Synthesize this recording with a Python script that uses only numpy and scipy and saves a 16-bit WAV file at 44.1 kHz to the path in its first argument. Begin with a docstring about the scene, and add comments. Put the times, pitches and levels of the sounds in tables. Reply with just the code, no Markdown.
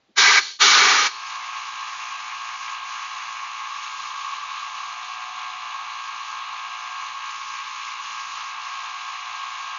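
"""A blast gun works on small metal parts inside a steel sandblasting cabinet, over a workshop background.
A soft knock, then two loud trigger pulls: turbulent air roars in the box while nozzle and grit hiss,
and the hose bleeds out with a faint whistle after each. From about one second on, with another knock as it
fades in, a quieter steady hiss: filtered noise for air, noise and sparse impacts for grit,
over the extractor motor's whine of partials on multiples of its shaft rate; the cabinet howls once."""
import sys
import numpy as np
from scipy import signal
from scipy.fft import rfft, irfft, next_fast_len
from scipy.io import wavfile
from scipy.ndimage import uniform_filter1d

SR = 44100
rng = np.random.default_rng(int(sys.argv[2]) if len(sys.argv) > 2 else 0)


def materialize(psi):
    """Save the field psi as 16-bit PCM at rate SR to the path in sys.argv[1].

    A 1-D psi becomes a single channel; in a 2-D psi each row is a channel.
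    """
    bounded = np.clip(np.atleast_2d(psi).T, -1, 1)
    quanta = np.round(bounded * 32767).astype(np.int16)
    wavfile.write(sys.argv[1], SR, quanta)


N = 431298
T = np.arange(N) / SR
SHAFT_HZ = 57.447


def undb(db):
    """Decibels to gain."""
    return np.exp(np.maximum(db, -400) * (np.log(10) / 20))


def unit(x):
    """Scale to rms 1."""
    return x / np.sqrt(np.mean(x ** 2))


def curves(rows):
    """Each column of a table joined by straight lines in time."""
    s, *columns = np.transpose(rows)
    return [np.interp(T, s, c) for c in columns]


def hump(s, half_s):
    """Gaussian rise to 1 at time s and back, down to 1/e at half_s to either side."""
    return np.exp(-((T - s) / half_s) ** 2)


def walk(rate_hz):
    """Smooth chance with about rate_hz turns a second; rms 1."""
    knots = rng.standard_normal(N // 40)
    wander = np.interp(T * rate_hz, np.arange(len(knots)), knots)
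    return unit(uniform_filter1d(wander, max(int(SR / rate_hz / 2), 1)))


def colour(x, points):
    """Filter x by gain points (Hz, dB), joined over log frequency; rms 1."""
    hz, db = np.transpose(points)
    size = next_fast_len(N)
    f_hz = np.maximum(np.arange(size // 2 + 1) * SR / size, 1)
    gain = undb(np.interp(np.log(f_hz), np.log(hz), db))
    return unit(irfft(rfft(x, size) * gain, size)[:N])


def ring(x, hz, width_hz):
    """One resonance, gain 1 at its centre."""
    return signal.lfilter(*signal.iirpeak(hz, hz / width_hz, fs=SR), x)


def band(hz, width_hz):
    """Noise passed twice through one resonance; rms 1."""
    once = ring(rng.standard_normal(N), hz, width_hz)
    return unit(ring(once, hz, width_hz))


def turbulence(flutter_db, rate_hz):
    """Noise whose strength flutters as eddies pass."""
    return rng.standard_normal(N) * undb(flutter_db * walk(rate_hz))


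def grains(rate_hz, spread_db):
    """Impacts of abrasive at random times: many small ones and a few large; rms 1."""
    struck = rng.random(N) < rate_hz / SR
    size = undb(spread_db * np.minimum(rng.exponential(size=N), 5))
    return unit(struck * size * rng.choice([-1, 1], N))


def reflected(x, t60_s, echo_db):
    """Dense echoes from the close steel walls give a sound many narrow peaks and dips; rms 1."""
    t = T[:int(SR * t60_s)]
    echoes = rng.standard_normal(len(t)) * undb(-60 * t / t60_s)
    echoes *= undb(echo_db) / np.linalg.norm(echoes)
    return unit(x + signal.oaconvolve(x, echoes)[:N])


def trigger_pulls():
    """Turbulent air roars in the box while nozzle and grit hiss; after each pull the hose bleeds and whistles."""
    # Each row: fully open in s, released in s, roar in dB, hiss in dB, opening rasp in dB re hiss,
    # ring of the space aimed into in dB re direct jet, bleeding hiss in dB re hiss.
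    pulls = [(0.183, 0.385, -14.5, -15.5, -24, 3, -10), (0.614, 1.068, -14.5, -14, -7.5, -3.5, -15)]
    # Spectra of the open jet. Each row: frequency in Hz, relative level in dB.
    roar_spectrum = [(25, -31), (130, -34), (250, -22), (400, -13.5), (520, -17), (630, -23.5), (800, -6.5),
                     (1150, -5.5), (2300, -2.5), (2700, -8.5), (4000, -19.5), (7000, -40)]
    nozzle_spectrum = [(1500, -25.5), (2600, -6.5), (3300, 1.5), (4300, 1.5), (5000, -2.5), (6000, -0.5),
                       (6900, -4), (7400, -20.5)]
    # Resonances of the space aimed into, a table a pull. Each row: centre in Hz, width in Hz, relative level in dB.
    first_aim = [(970, 22, -12), (1220, 63, -4.5), (1596, 82, -1.5), (1999, 35, -2.5), (2262, 73, -3)]
    second_aim = [(1226, 65, 5.5), (1477, 89, -3.5), (1740, 52, -22), (2276, 17, 6), (2790, 29, -1)]
    # held open, the pressure sags: the hiss at once, the roar after a while
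    hold_s, roar_sag_db_per_s, hiss_sag_db_per_s = 0.24, 30, 18
    roar_bleed_db = -17
    # grit that lay in the hose spits out first; the rasp is strongest at the opening and soon fades
    spit_db, spit_half_s, rasp_half_s = 0.5, 0.022, 0.18

    jet = colour(turbulence(flutter_db=0.2, rate_hz=130), roar_spectrum)
    nozzle = turbulence(flutter_db=0, rate_hz=120) + undb(-6.5) * grains(rate_hz=2900, spread_db=1)
    hiss = colour(reflected(nozzle, t60_s=0.05, echo_db=-9.5), nozzle_spectrum)
    whistle = undb(-4.5) * band(hz=4350, width_hz=450)
    # a sheet-metal panel booms along with the jet
    panel = undb(-25) * band(hz=410.4, width_hz=37)
    rasp = band(hz=3700, width_hz=1000)
    out = 0
    for pull, modes in zip(pulls, [first_aim, second_aim]):
        open_s, release_s, roar_db, hiss_db, rasp_db, ring_db, bleed_db = pull
        roar_valve = valve(open_s, release_s, hold_s, roar_sag_db_per_s, roar_bleed_db, 1.75)
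        hiss_valve = valve(open_s, release_s, 0, hiss_sag_db_per_s, bleed_db, 1)
        roar = (aimed(jet, modes, ring_db) + panel) * roar_valve
        bleeding = np.clip((T - release_s) / 0.035, 0, 1)
        spit = undb(spit_db * hump(open_s + spit_half_s / 2, spit_half_s))
        rasping = undb(rasp_db) * hump(open_s, rasp_half_s)
        nozzle_sound = (hiss * spit + bleeding * whistle + rasping * rasp) * hiss_valve
        # the roar gives way to the rasp
        out = out + undb(roar_db - 5 * rasping) * roar + undb(hiss_db) * nozzle_sound
    return out


def valve(open_s, release_s, hold_s, sag_db_per_s, bleed_db, pressure_power):
    """Gain of one pull: fast attack, hold, sagging pressure, then a quick shut and the slow bleed of the hose."""
    attack_s, shut_db_per_s, bleed_s = 0.032, 562, 0.21
    opening = np.clip(1 + (T - open_s) / attack_s, 0, 1) ** 3
    sagging_s = np.maximum(np.minimum(T, release_s) - open_s - hold_s, 0)
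    after_s = np.maximum(T - release_s, 0)
    # the pressure left in the hose runs out evenly
    pressure = np.maximum(1 - after_s / bleed_s, 0)
    closing = np.maximum(undb(-shut_db_per_s * after_s), undb(bleed_db) * pressure ** pressure_power)
    return opening * undb(-sag_db_per_s * sagging_s) * closing


def aimed(jet, modes, ring_db):
    """The jet heard directly and through the resonances that it excites; rms 1."""
    rung = sum(undb(db) * ring(jet, hz, width_hz) for hz, width_hz, db in modes)
    return unit(jet + undb(ring_db) * unit(rung))


def steady_blasting():
    """Air rushes through the cabinet, pulsing with each turn of the fan, while grit sprays on the part."""
    # How squarely the jet meets the part as it is turned. Each row: time in s, spray in dB re grit_db.
    contact = [(1.15, -5.5), (1.27, 3), (1.36, 0), (2.3, -0.5), (2.63, 0.5), (3.0, 1), (3.55, -2),
               (3.87, 0), (4.45, -2), (4.72, -1), (5.0, -3.5), (5.8, -5.5), (6.3, -2), (6.5, -6), (7.45, 1),
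               (7.7, -1.5), (8.35, 0.5), (9.2, -2.5)]
    # Brief changes of the spray: mostly short dips, one slight rise.
    # Each row: time in s, half length in s, spray change in dB.
    brief_changes = [(2.8, 0.064, -7), (6.542, .06, 1), (7.2, .06, -5.5), (7.97, 0.028, -3),
                     (8.567, 0.055, -5.5)]
    # Base levels as the part is turned. Each row: time in s, body of the air in dB, splash off the part in dB.
    jet = [(1.2, -40, -44.5), (3.0, -39, -46), (3.4, -40, -45), (3.9, -41, -42.5), (5.0, -42, -44),
           (5.9, -41.5, -44.5), (7.4, -41, -44.5), (8.4, -40, -44), (9.75, -40.6, -44)]
    # The cabinet howls once while the part is lifted: time in s, half length in s, rise of the rush in dB.
    swell_s, swell_half_s, rise_db = (4.26, 0.61, 0.65)
    # The resonance that howls: centre in Hz, width in Hz, level in dB at the top of the swell, before the throb.
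    howl_hz, howl_width_hz, howl_db = (1135, 120, -36.5)
    # Spectra of the layers. Each row: frequency in Hz, relative level in dB.
    rush_spectrum = [(740, -40), (820, -8.5), (990, -12), (1070, 0), (1110, 4), (1165, -14), (1280, -5.5),
                     (1400, -15), (2200, -43)]
    air_spectrum = [(740, -34.5), (900, -5.5), (1450, -4), (1650, -1.5), (1900, -4), (2100, -1.5),
                    (2300, 1), (2850, -2), (3050, -8.5), (4000, -14.5), (7000, -33.5)]
    splash_spectrum = [(1800, -25), (2700, -4), (3300, 0.5), (4100, -0.5), (4700, -12), (6500, -26)]
    grit_spectrum = [(2500, -23.5), (3800, -8), (4600, 1), (5800, 0.5), (6450, 2.5), (6800, 0.5),
                     (7020, -5), (7300, -25), (7500, -36.5)]
    rumble_spectrum = [(25, 3), (100, 0.5), (300, -3.5), (650, 4.5), (1000, -11)]
    rush_db, grit_db = -44.5, -44.5
    # dB of air and splash per dB of spray
    air_follows, splash_follows = 0.15, 0.15
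    fade_from_s, fade_full_s = 0.97, 1.276

    spray_db = curves(contact)[0] + sum(db * hump(s, half_s) for s, half_s, db in brief_changes)
    swell = hump(swell_s, swell_half_s)
    swell_db = rise_db * swell
    air_db, splash_db = curves(jet) + np.outer([air_follows, splash_follows], spray_db)
    turns = SHAFT_HZ * T + 0.003 * walk(1.5)
    throb = np.cos(2 * np.pi * turns)

    rush = turbulence(flutter_db=3.5, rate_hz=41) * undb(0.51 * throb)
    rush = colour(rush, rush_spectrum) * undb(rush_db + swell_db)

    air = reflected(turbulence(flutter_db=1.5, rate_hz=73), t60_s=0.11, echo_db=-11)
    air = colour(air * undb(1.3 * throb), air_spectrum) * undb(air_db)

    splash = turbulence(flutter_db=1, rate_hz=30) * undb(1.3 * throb)
    splash = colour(splash, splash_spectrum) * undb(splash_db)

    spray = turbulence(flutter_db=1.2, rate_hz=25) + undb(-2) * grains(rate_hz=2500, spread_db=3)
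    grit = reflected(spray, t60_s=0.06, echo_db=-11.5) * undb(0.82 * throb)
    grit = colour(grit, grit_spectrum) * undb(grit_db + spray_db)

    # low rumble of the moving air
    rumble = colour(rng.standard_normal(N), rumble_spectrum) * undb(-69 + 0.6 * swell_db)
    howl = band(howl_hz, howl_width_hz) * undb(howl_db + 2.2 * throb) * swell
    motor = extractor(turns, swell_db) + undb(-0.6) * low_drone(turns)
    fade = np.interp(T, [fade_from_s, fade_full_s], [0, 1])
    return fade * (rush + howl + air + splash + grit + rumble + motor)


def extractor(turns, swell_db):
    """The motor drones on multiples of its shaft rate; a weak sideband beside each partial makes it beat."""
    # Strong partials, each set on the nearest shaft multiple. Each row: frequency in Hz, level in dB rms.
    whine = [(804, -63.5), (861, -49.5), (920, -53.5), (976, -54), (1034, -42.5), (1092, -40),
             (1149, -43.5), (1206, -45.5), (1264, -46), (1321, -57), (1378, -53.5), (1608, -47),
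             (1723, -53.5), (2240, -50), (2298, -54.5), (2470, -52), (2643, -52.5), (2700, -52.5),
             (2757, -56), (2872, -52), (2987, -56), (3332, -57), (4079, -56.5), (4710, -63), (6204, -62),
             (6319, -65.5)]
    # Weaker multiples in between and above, before random spread. Each row: frequency in Hz, level in dB rms.
    buzz = [(800, -66.5), (1500, -65), (2400, -61), (3200, -64.5), (4100, -63.5), (5000, -75.5),
            (5800, -84), (6250, -70), (6900, -77)]
    # Housing tones not locked to the shaft, before waver and swell. Each row: frequency in Hz, level in dB rms.
    housing_tones = [(1068, -57), (1082, -55), (1101, -50.5), (1107, -49.5), (1119, -56.5), (1125, -51)]
    orders = np.arange(14, 121)
    db = np.interp(orders * SHAFT_HZ, *np.transpose(buzz)) + 2 * rng.standard_normal(len(orders))
    for hz, line_db in whine:
        db[np.argmin(abs(orders * SHAFT_HZ - hz))] = line_db
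    drone = 0
    # interleaved groups of partials beat and waver apart
    for k, beat_hz in enumerate([3.7, 4.4, 3.3]):
        beat = 1 + undb(-13) * np.exp(2j * np.pi * beat_hz * T)
        group = shaft_tones(turns, orders[k::3], db[k::3])
        drone = drone + np.real(group * beat) * undb(0.48 * walk(2.4))
    housing = 0
    for hz, line_db in housing_tones:
        tone = np.sqrt(2) * np.sin(2 * np.pi * hz * T + walk(2))
        housing = housing + undb(line_db + 2 * walk(5.7)) * tone
    # the housing sings up when the rush of air swells
    return drone + housing * undb(3.3 * swell_db)


def low_drone(turns):
    """The lowest notes of the motor and the band of air noise around them."""
    # Common level of notes and air, before the motor mix. Each row: time in s, level in dB.
    level = [(1.2, -55.5), (1.58, -53), (1.65, -57.5), (2.15, -54), (3.46, -55), (3.6, -60), (4.56, -56),
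             (5.27, -47.5), (6.22, -56.5), (6.84, -50), (7.53, -66.5), (8.65, -53.5), (9.75, -52.5)]
    # Each row: multiple of the shaft rate, relative level in dB.
    low_notes = [(12, -9.5), (13, -1.5)]
    level_db, = curves(level)
    orders, db = np.transpose(low_notes)
    notes = np.real(shaft_tones(turns, np.rint(orders).astype(int), db))
    air_spectrum = [(600, -69), (660, -19), (695, 1), (790, -2), (900, -21), (1200, -69.5)]
    air = colour(rng.standard_normal(N), air_spectrum)
    return (notes + undb(-6) * air) * undb(level_db)


def shaft_tones(turns, orders, db):
    """Complex partials locked to a shaft; their loosely agreeing phases bunch the sound as it turns."""
    size = 8192  # table steps a turn
    phase_rad = 1.7 * rng.standard_normal(len(orders))
    partials = np.zeros(size, complex)
    partials[orders] = undb(db) * np.exp(1j * phase_rad) * size * np.sqrt(2)
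    return np.fft.ifft(partials)[np.rint(turns * size).astype(int) % size]


def bump(s, db, hz, width_hz, half_s):
    """A soft knock of the gloved arms against the cabinet: a short hump of resonant noise."""
    return undb(db) * band(hz, width_hz) * hump(s, half_s)


def workshop():
    """Steady coloured noise of the workshop background."""
    # Each row: frequency in Hz, relative level in dB.
    shop_spectrum = [(25, -15.5), (100, -7.5), (200, -2.5), (380, -3), (700, -2.5), (1500, -8),
                     (4000, -7.5), (7000, -18.5)]
    return colour(rng.standard_normal(N), shop_spectrum) * undb(-67.5)


def scene():
    """The pulls, the steady work, two soft knocks and the workshop."""
    knocks = bump(s=0.102, db=-58.5, hz=288, width_hz=170, half_s=0.012)
    knocks = knocks + bump(s=1.1, db=-61, hz=380, width_hz=160, half_s=0.022)
    return (trigger_pulls() + steady_blasting() + knocks + workshop())[None]


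def record(dry):
    """The highest peaks are softly rounded, and the microphone passes nothing above the middle treble."""
    rounded = dry / (1 + (dry / 0.85) ** 6) ** (1 / 6)
    lowpass = signal.cheby1(12, 0.2, 7100, fs=SR, output="sos")  # order, ripple in dB, edge in Hz
    return signal.sosfilt(lowpass, rounded)


dry = scene()
out = record(dry)
materialize(out)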